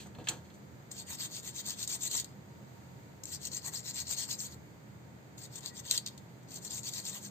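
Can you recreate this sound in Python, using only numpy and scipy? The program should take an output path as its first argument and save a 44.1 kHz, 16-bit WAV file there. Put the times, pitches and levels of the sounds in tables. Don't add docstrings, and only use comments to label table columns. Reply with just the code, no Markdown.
import sys
import numpy as np
from scipy import signal
from scipy.fft import rfft, irfft, next_fast_len
from scipy.io import wavfile
from scipy.ndimage import uniform_filter1d

SR = 44100
rng = np.random.default_rng(int(sys.argv[2]) if len(sys.argv) > 2 else 0)


def wav_out(sig):
    wavfile.write(sys.argv[1], SR, np.round(np.clip(np.atleast_2d(sig).T, -1, 1) * 32767).astype(np.int16))


N = 321930
M = next_fast_len(N + 8192)
HZ = np.maximum(np.arange(M // 2 + 1) * SR / M, 1)
TIME = np.arange(N) / SR
SIDE = np.array([[1], [-1]])


def undb(db):
    return np.exp(np.asarray(db) * (np.log(10) / 20))


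def on_hz(points):
    hz, value = np.transpose(points)
    return np.interp(np.log(HZ), np.log(hz), value)


def causal(db):
    cepstrum = irfft(db * np.log(10) / 20, M)
    cepstrum[1:M // 2] *= 2
    cepstrum[M // 2 + 1:] = 0
    return np.exp(rfft(cepstrum))


def unit(x):
    return x / np.sqrt(np.mean(x ** 2))


def smooth_twice(x, width, axis=-1):
    return uniform_filter1d(uniform_filter1d(x, width, axis=axis), width, axis=axis)


def walk(rate):
    hold = int(SR / rate)
    steps = np.repeat(rng.standard_normal(N // hold + 1), hold)
    return unit(smooth_twice(steps, hold)[:N])


def spread(shared, make):
    shared = np.clip(shared, 0, 1)
    return np.sqrt(shared) * make() + np.sqrt(1 - shared) * np.array([make(), make()])


def fade(t60):
    return undb(-60 / t60 / SR)


def room():
    # frequency in Hz, relative level in dB per Hz.
    air_tone = [(18, -90), (30, -37), (65, -18.5), (126, -2), (207, -8), (233, -11), (262, -8.5),
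                (431, -13), (916, -19.5), (1110, -22.5), (1580, -22), (2250, -25), (2700, -32.5),
                (5240, -39.5), (6790, -53), (8400, -62), (10900, -78), (18500, -120)]
    # centre in Hz, width in Hz, level in dB before wavering and left-right balance.
    fan_bands = [(83.5, 7.8, -70), (122, 14, -67.5), (163, 42, -75), (200.5, 10, -69), (922.5, 23, -76.5)]
    # frequency in Hz, likeness from -1 (opposite) to 1 (same).
    room_likeness = [(40, 0.099), (130, 1), (290, 0.44), (640, 0.34), (1400, -0.31), (3000, -0.055)]
    # frequency in Hz, relative level in dB per Hz.
    hiss_tone = [(2500, -7), (6000, -1.5), (7000, -1), (8400, -7.5), (12000, -11.5), (15500, -11)]

    alike = np.clip(on_hz(room_likeness), -.99, .99)
    mid, side = rfft(rng.standard_normal((2, M))) * np.sqrt([1 + alike, 1 - alike])
    white = np.array([mid + side, mid - side])
    air = unit(irfft(white * undb(on_hz(air_tone)), M)[:, :N])
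    air = air * undb(-54.5 + 0.17 * walk(4.74))
    for hz, width, db in fan_bands:
        band = white / (1 + (2 * (HZ - hz) / width) ** 2)
        air = air + undb(db + 3.3 * walk(6.0)) * unit(irfft(band, M)[:, :N])
    hiss = unit(irfft(rfft(rng.standard_normal((2, M))) * undb(on_hz(hiss_tone)), M)[:, :N])
    air = air * undb([[-.6], [.6]])
    return air + hiss * undb(-66.0 + 0.6 * walk(3))


def handle():
    # start in seconds, relative level in dB, contact centre in Hz,
    # fade by 60 dB in seconds, relative level of the bench thud in dB.
    knocks = [(0, -39.5, 3400, 0.18, -42), (.002, -43, 7280, .25, -70), (0.067, -50, 7500, .06, -70),
              (0.059, -45, 900, 0.094, -48), (0.149, -46.5, 2310, 0.059, -39),
              (0.1844, -50, 1890, 0.057, -36), (0.186, -40.5, 720, 0.035, -58),
              (0.199, -49, 2500, 0.052, -63), (.208, -48.5, 2250, 0.094, -36),
              (0.24, -47.5, 4320, 0.3, -55), (0.271, -28, 2000, 0.088, -54), (.286, -23, 6800, 0.077, -53),
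              (0.2856, -19.5, 3560, 0.034, -38), (0.2926, -27.5, 7200, 0.025, -41),
              (0.299, -37.5, 940, 0.27, -44), (.3, -44, 444, 0.4, -64), (0.331, -44, 4300, 0.2, -40),
              (0.368, -50, 4260, 0.13, -53), (.41, -69, 4250, 0.16, -63), (0.445, -55, 4130, .24, -69),
              (0.501, -52, 3030, 0.061, -61), (.54, -51.5, 6900, 0.17, -65)]
    # frequency in Hz, relative level in dB, longest fade in seconds.
    handle_modes = [(129, 11.5, 0.11), (206, 3, .08), (317, 2, 0.08), (499, 2, .1), (721, 2.5, 0.095),
                    (925, 0.5, .15), (1674, 2, 0.033), (2615, -4, 0.025), (3170, -4.5, 0.028),
                    (3390, -3.5, 0.045), (4220, -1, 0.064), (6200, 4, 0.035), (7240, 3, 0.041),
                    (8050, 1, 0.043)]
    # centre in Hz, reach in octaves, fade by 60 dB in seconds,
    # share alike at both ports, rise as a share of the fade.
    thud_kind, rattle_kind = (200, 1.57, 0.2, 1.05, 0.027), (2700, 1.44, 0.17, 0.47, 0.0059)
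    ring_db, rattle_db, grit_db = -8, -13, -22
    crack_db, crack_t60_s = -12, 0.016
    left_lead_s = .00004

    out, t = np.zeros((2, N)), TIME[:12000]
    hz = np.maximum(np.fft.rfftfreq(len(t), 1 / SR), 1)
    body = 0.82 + sum(undb(db) / (1 + ((hz - f) / (0.046 * f + 15)) ** 2) for f, db, _ in handle_modes)

    def contact(db, centre_hz, octaves, t60, alike, rise, grit=0):
        def reach(f):
            return 1 / (1 + (np.log2(f / centre_hz) / octaves) ** 4)

        ring = 0
        for f, mode_db, own_t60 in handle_modes:
            decay = undb(mode_db - 60 * t / min(own_t60, t60, .06))
            ring = ring + reach(f) * decay * np.sin(2 * np.pi * (f * t + rng.random()))
        noise = spread(alike, lambda: rng.standard_normal(len(t)))
        scuff = unit(irfft(rfft(noise) * (reach(hz) * body + grit * (hz > centre_hz))))
        scuff = scuff * (0.43 * undb(-60 * t / t60) + undb(crack_db - 60 * t / crack_t60_s))
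        onset = t / (t + rise * t60)
        return undb(db) * onset * (undb(ring_db) * ring + scuff)

    for start, db, contact_hz, t60, thud_db in knocks:
        bump = contact(db, contact_hz, 0.95, t60, alike=0.53, rise=0.011, grit=undb(grit_db))
        bump = bump + contact(thud_db, *thud_kind) + contact(db + rattle_db, *rattle_kind)
        out[:, int(start * SR):int(start * SR) + len(t)] += bump
    return irfft(rfft(out, M) * np.exp(1j * np.pi * SIDE * HZ * left_lead_s), M)[:, :N]


def slips(per_s, scatter_db):
    chance = rng.random((2, N))
    size = undb(scatter_db * np.minimum(rng.exponential(size=N), 4.5)) * np.sign(chance[1] - .5)
    return unit((chance[0] < per_s / SR) * size)


def patchy(pair):
    _, _, spectrum = signal.stft(pair, nperseg=512)

    def field(hz, s):
        bins, frames = max(int(hz * 512 / SR), 1), max(int(s * SR / 256), 1)
        patches = smooth_twice(rng.standard_normal(spectrum.shape[1:]), bins, axis=0)
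        return unit(smooth_twice(patches, frames, axis=1))

    db = 2.48 * field(hz=450, s=.02) + 1.2 * field(hz=120, s=.12)
    return unit(signal.istft(spectrum * undb(db), nperseg=512)[1][:, :N])


def strokes(ring_db):
    # fastest moment in seconds, length in seconds, relative level in dB, kind.
    scrubs = [(0.918, .048, -53, 'dab'), (0.987, 0.13, -48.5, 'back'), (1.14, 0.12, -44.5, 'out'),
              (1.23, .12, -40, 'back'), (1.376, 0.13, -43.5, 'out'), (1.472, 0.12, -44, 'back'),
              (1.599, 0.11, -41, 'out'), (1.698, 0.14, -41.5, 'back'), (1.835, 0.12, -41, 'out'),
              (1.926, 0.12, -36.5, 'back'), (2.066, 0.11, -37, 'out'), (2.161, 0.16, -36, 'back'),
              (2.24, 0.3, -67.5, 'back'), (3.279, 0.083, -49.5, 'dab'), (3.342, 0.088, -43, 'back'),
              (3.469, 0.11, -44, 'out'), (3.555, 0.11, -41.5, 'back'), (3.681, 0.1, -43, 'out'),
              (3.766, 0.12, -42.5, 'back'), (3.9, 0.11, -42, 'out'), (3.988, 0.13, -40.5, 'back'),
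              (4.131, 0.11, -37, 'out'), (4.213, .14, -39.5, 'back'), (4.319, 0.1, -39, 'back'),
              (4.432, 0.15, -42.5, 'back'), (4.535, 0.09, -57, 'out'), (5.384, 0.045, -56.5, 'dab'),
              (5.439, 0.1, -52, 'back'), (5.576, 0.11, -49.5, 'out'), (5.665, 0.11, -50, 'back'),
              (5.793, 0.094, -49, 'out'), (5.887, 0.086, -48.5, 'out'), (5.919, 0.12, -39, 'dab'),
              (6.01, 0.17, -67, 'back'), (6.065, 0.035, -49.5, 'dab'), (6.127, .093, -70, 'back'),
              (6.57, .13, -48, 'out'), (6.672, 0.1, -47.5, 'out'), (6.754, 0.15, -41.5, 'back'),
              (6.886, 0.09, -39, 'out'), (6.965, 0.15, -42, 'back'), (7.091, 0.11, -42, 'out'),
              (7.155, 0.14, -47, 'back'), (7.251, 0.11, -48.5, 'back')]
    stroke_kinds = {'out': (0.76, -0.23), 'back': (0.53, 0.33), 'dab': (0.28, -0.37)}
    steepness = 2.27
    splay = 1
    hiss_drag_db, ring_drag_db, drag_round = -17, -12.5, 0.38

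    hiss_power, ring_power = np.zeros(N), np.zeros(N)
    for fastest, length, db, kind in scrubs:
        rise, extra_ring_db = stroke_kinds[kind]
        start = fastest - rise * length
        end = start + length
        at = slice(int(start * SR), int(end * SR))
        speed = np.sin(np.pi * np.interp(TIME[at], [start, fastest, end], [0, .5, 1])) ** 2
        scrape = speed ** steepness * (1 + splay) / (speed ** steepness + splay)
        drag = speed ** drag_round
        share = undb(2 * (ring_db[at] + extra_ring_db))
        hiss_power[at] += (scrape + undb(2 * hiss_drag_db) * drag) * undb(2 * db) / (1 + share)
        ring_power[at] += (scrape + undb(2 * ring_drag_db) * drag) * undb(2 * db) / (1 + 1 / share)
    return hiss_power, ring_power


def tufts(hiss_power):
    # start in seconds, relative tick level in dB, relative rattle level in dB.
    snaps = [(0.9145, -25, -39.5), (1.1913, -34, -54), (1.2063, -17, -47), (1.3295, -28, -52),
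             (1.399, -23, -46), (1.663, -18, -38), (1.705, -12, -41), (1.829, -12, -37), (1.876, -11, -35),
             (2.009, -22, -46), (2.113, -15, -39), (2.1524, -13, -46), (2.199, -11, -33),
             (2.245, -19.5, -43), (3.2352, -33, -38), (3.2547, -29, -41.5), (3.4156, -27, -52),
             (3.4528, -17, -34), (3.518, -26, -46), (3.746, -22, -46), (4.001, -24, -35),
             (4.0696, -28, -54), (4.1701, -28, -46), (4.3133, -11.5, -44), (4.4035, -17.5, -47),
             (5.38, -34, -51), (5.5562, -31, -43), (5.607, -34, -47), (5.6603, -12, -51),
             (5.9113, 2.5, -25), (5.9246, -21, -36), (5.945, -15, -36), (5.966, -16, -39.5),
             (5.977, -6.5, -34), (5.9793, -10, -50), (6.0628, -10, -47), (6.0745, -14, -48),
             (6.083, -28, -43), (6.177, -43, -50.5), (6.4304, -48, -61), (6.486, -43, -56),
             (6.518, -31, -47), (6.559, -23, -44), (6.6285, -38, -57), (6.649, -23, -39), (6.707, -22, -41),
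             (6.832, -25, -46), (6.936, -16, -38), (7.052, -20, -41), (7.145, -26, -41), (7.2489, -29, -44)]
    catches_per_s, catch_tick_db, catch_rattle_db = 45, 15, -15
    rattle_t60_s, spray_t60_s, spray_db = 0.038, 0.01, -15

    catches = (rng.random(N) < catches_per_s / SR) * np.sqrt(hiss_power) * undb(1.1 * rng.standard_normal(N))
    snap, shake = catches * undb(catch_tick_db), catches * undb(catch_rattle_db)
    for start, tick_db, rattle_db in snaps:
        snap[int(start * SR)], shake[int(start * SR)] = undb(tick_db), undb(rattle_db)
    rattle = spread(0.067, lambda: slips(per_s=19000, scatter_db=6.5))
    rattle = rattle * signal.lfilter([1], [1, -fade(rattle_t60_s)], shake)
    spray = spread(0.9, lambda: rng.standard_normal(N)) * signal.lfilter([1], [1, -fade(spray_t60_s)], snap)
    return 0.68 * snap + undb(spray_db) * spray, rattle


def ports(spectra):
    # frequency in Hz, left minus right in dB.
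    port_difference = [(1000, -3.5), (2400, -4.5), (3900, -4.5), (4300, 0.5), (4900, -9), (5750, 7.5),
                       (6300, -4.5), (6750, -2.5), (7300, 3), (8300, -2), (9300, -8.5), (12000, -8.5),
                       (15000, -9)]
    left_lead_s = 0.00013
    lead = np.exp(1j * np.pi * SIDE * HZ * left_lead_s)
    return irfft(spectra * undb(SIDE * on_hz(port_difference) / 2) * lead, M)[:, :N]


def brush():
    # time in seconds, board ring minus bristle hiss in dB before the
    # layers' own gains, left minus right in dB before the ports' colour.
    places = [(.92, -10, 3), (.99, -8.5, 4.5), (1.6, -8.5, 6), (2.17, -10, 5.5), (2.25, -2.5, 2.5),
              (3.25, -8.5, 8.5), (3.33, -7.5, 5.5), (3.47, -6.5, 7.5), (3.9, -6.5, 6.5), (4.33, -7, 7),
              (4.43, -10, 5), (4.53, -4.5, 5.5), (5.42, -6, 6.5), (5.57, -8.5, 6.5), (5.66, -2.5, 8),
              (5.79, -8, 6.5), (6.1, 1, 5.5), (6.56, -7.5, 6.5), (6.68, -8, 6.5), (6.88, -11, 6),
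              (6.97, -6.5, 5.5), (7.09, -8.5, 5.5), (7.25, -10.5, 5.5)]
    # time in seconds, relative level in dB of the ring that the fingers damp.
    grip = [(.9, 3), (2.3, 3), (3.2, -4), (4.6, -4), (5.3, 0.5), (6.2, 6), (6.5, -1), (7.3, 2)]
    # frequency in Hz, width in Hz, boost in dB.
    ringing_parts = [(1940, 71, 6), (3190, 54, 8), (3900, 48, -1.5), (4276, 120, 4), (4580, 110, 5.5),
                     (5300, 710, 9.5), (6130, 160, 6.5), (6504, 205, 8.5), (6798, 153, 9), (7460, 79, 7),
                     (7586, 190, 6), (8096, 230, 7), (8337, 130, 12.5)]
    # frequency in Hz, relative level in dB.
    hiss_colour, ring_colour, damped_colour = [(3500, -26.5), (5200, 1), (6000, -1), (6750, -2),
                                               (7600, 0.5), (8300, -9.5), (11000, -9.5), (15500, -14)], [(1200, -23), (1950, -14.5), (2400, -10),
                                                                (3000, -9.5), (3600, -21), (3950, 1),
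                                                                (4250, 3), (4800, 4.5), (5500, 3.5),
                                                                (7000, -30)], [(2300, -23), (2700, -11),
                                                                               (2950, -10.5), (3500, 2),
                                                                               (3800, 8.5), (4100, -26)]
    flex_colour, tick_colour = [(300, -23.5), (600, -4), (1000, 5), (1400, -9), (1950, 1.5), (2800, -9.5)], [(1200, -38), (1900, -22), (2500, -37), (3800, 4.5),
                                              (4600, 5.5), (5500, -4.5), (6500, -3.5), (8400, -3.5),
                                              (12000, -7.5), (15500, -27)]
    flex_limit_db = -45

    place_s, place_ring_db, place_pan_db = np.transpose(places)
    ring_db = np.interp(TIME, place_s, place_ring_db)
    pan = undb(SIDE * np.interp(TIME, place_s, place_pan_db) / 2)
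    hiss_power, ring_power = strokes(ring_db)
    ticks = patchy(spread(0.46, lambda: slips(per_s=3000, scatter_db=2.5)))
    hiss = ticks * np.sqrt(hiss_power) * undb(0.77 * walk(60) + 0.76 * walk(250) + 1.5 * walk(700))
    ring = ticks * np.sqrt(ring_power) * undb(0.7 * walk(40) + 1.13 * walk(250) + 1.44 * walk(700))
    bend = np.minimum(hiss_power, undb(2 * flex_limit_db)) ** 0.37
    flex = ticks * bend * undb(7.1 * walk(30) - 25.0)
    snap, rattle = tufts(hiss_power)
    hiss, ring = hiss + rattle, ring + rattle * undb(ring_db - 6)

    damped_db = 7.5 + np.interp(TIME, *np.transpose(grip))
    parts_db = sum(db / (1 + (2 * (HZ - hz) / width) ** 2) for hz, width, db in ringing_parts)
    layers = [(undb(5.5) * hiss, hiss_colour), (undb(10.5) * ring, ring_colour),
              (undb(damped_db) * ring, damped_colour), (flex, flex_colour), (snap, tick_colour)]
    return ports(sum(rfft(x * pan, M) * causal(on_hz(points) + parts_db) for x, points in layers))


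def squeak():
    # time in seconds, middle pitch in Hz, middle level in dB.
    squeak_path = [(5.635, 1950, -90), (5.65, 1960, -76), (5.70, 1920, -68), (5.73, 1930, -65),
                   (5.76, 1970, -75), (5.775, 1980, -92)]
    s, hz, db = np.transpose(squeak_path)
    phase = np.cumsum(np.interp(TIME, s, hz) * (1 + 0.012 * walk(150))) / SR
    level_db = np.interp(TIME, s, db, left=-200, right=-200) + 3.8 * walk(54)
    return np.sin(2 * np.pi * phase) * undb(level_db)


def walls(pair):
    t60_s, level_db = 0.13, -11
    t = TIME[:14000]
    tail = rng.standard_normal((2, len(t))) * undb(-60 * t / t60_s) * (t > .002)
    echo = signal.fftconvolve(pair, unit(tail) / np.sqrt(len(t)), axes=1)[:, :N]
    return pair + undb(level_db) * echo


def scene():
    return walls(brush() + handle() + squeak()) + room()


def record(dry):
    # frequency in Hz, gain in dB.
    overall_colour = [(4800, 0), (5200, -6), (6000, -5.5), (6300, 0), (8450, 0.5), (8700, -1.5),
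                      (9500, -12), (10300, -11.5), (11300, -37.5), (11650, 2.5)]
    top_hz = 15450
    coloured = irfft(rfft(dry, M) * causal(on_hz(overall_colour)), M)[..., :N]
    return signal.sosfilt(signal.ellip(11, .2, 75, top_hz, fs=SR, output="sos"), coloured)


dry = scene()
out = record(dry)
wav_out(out)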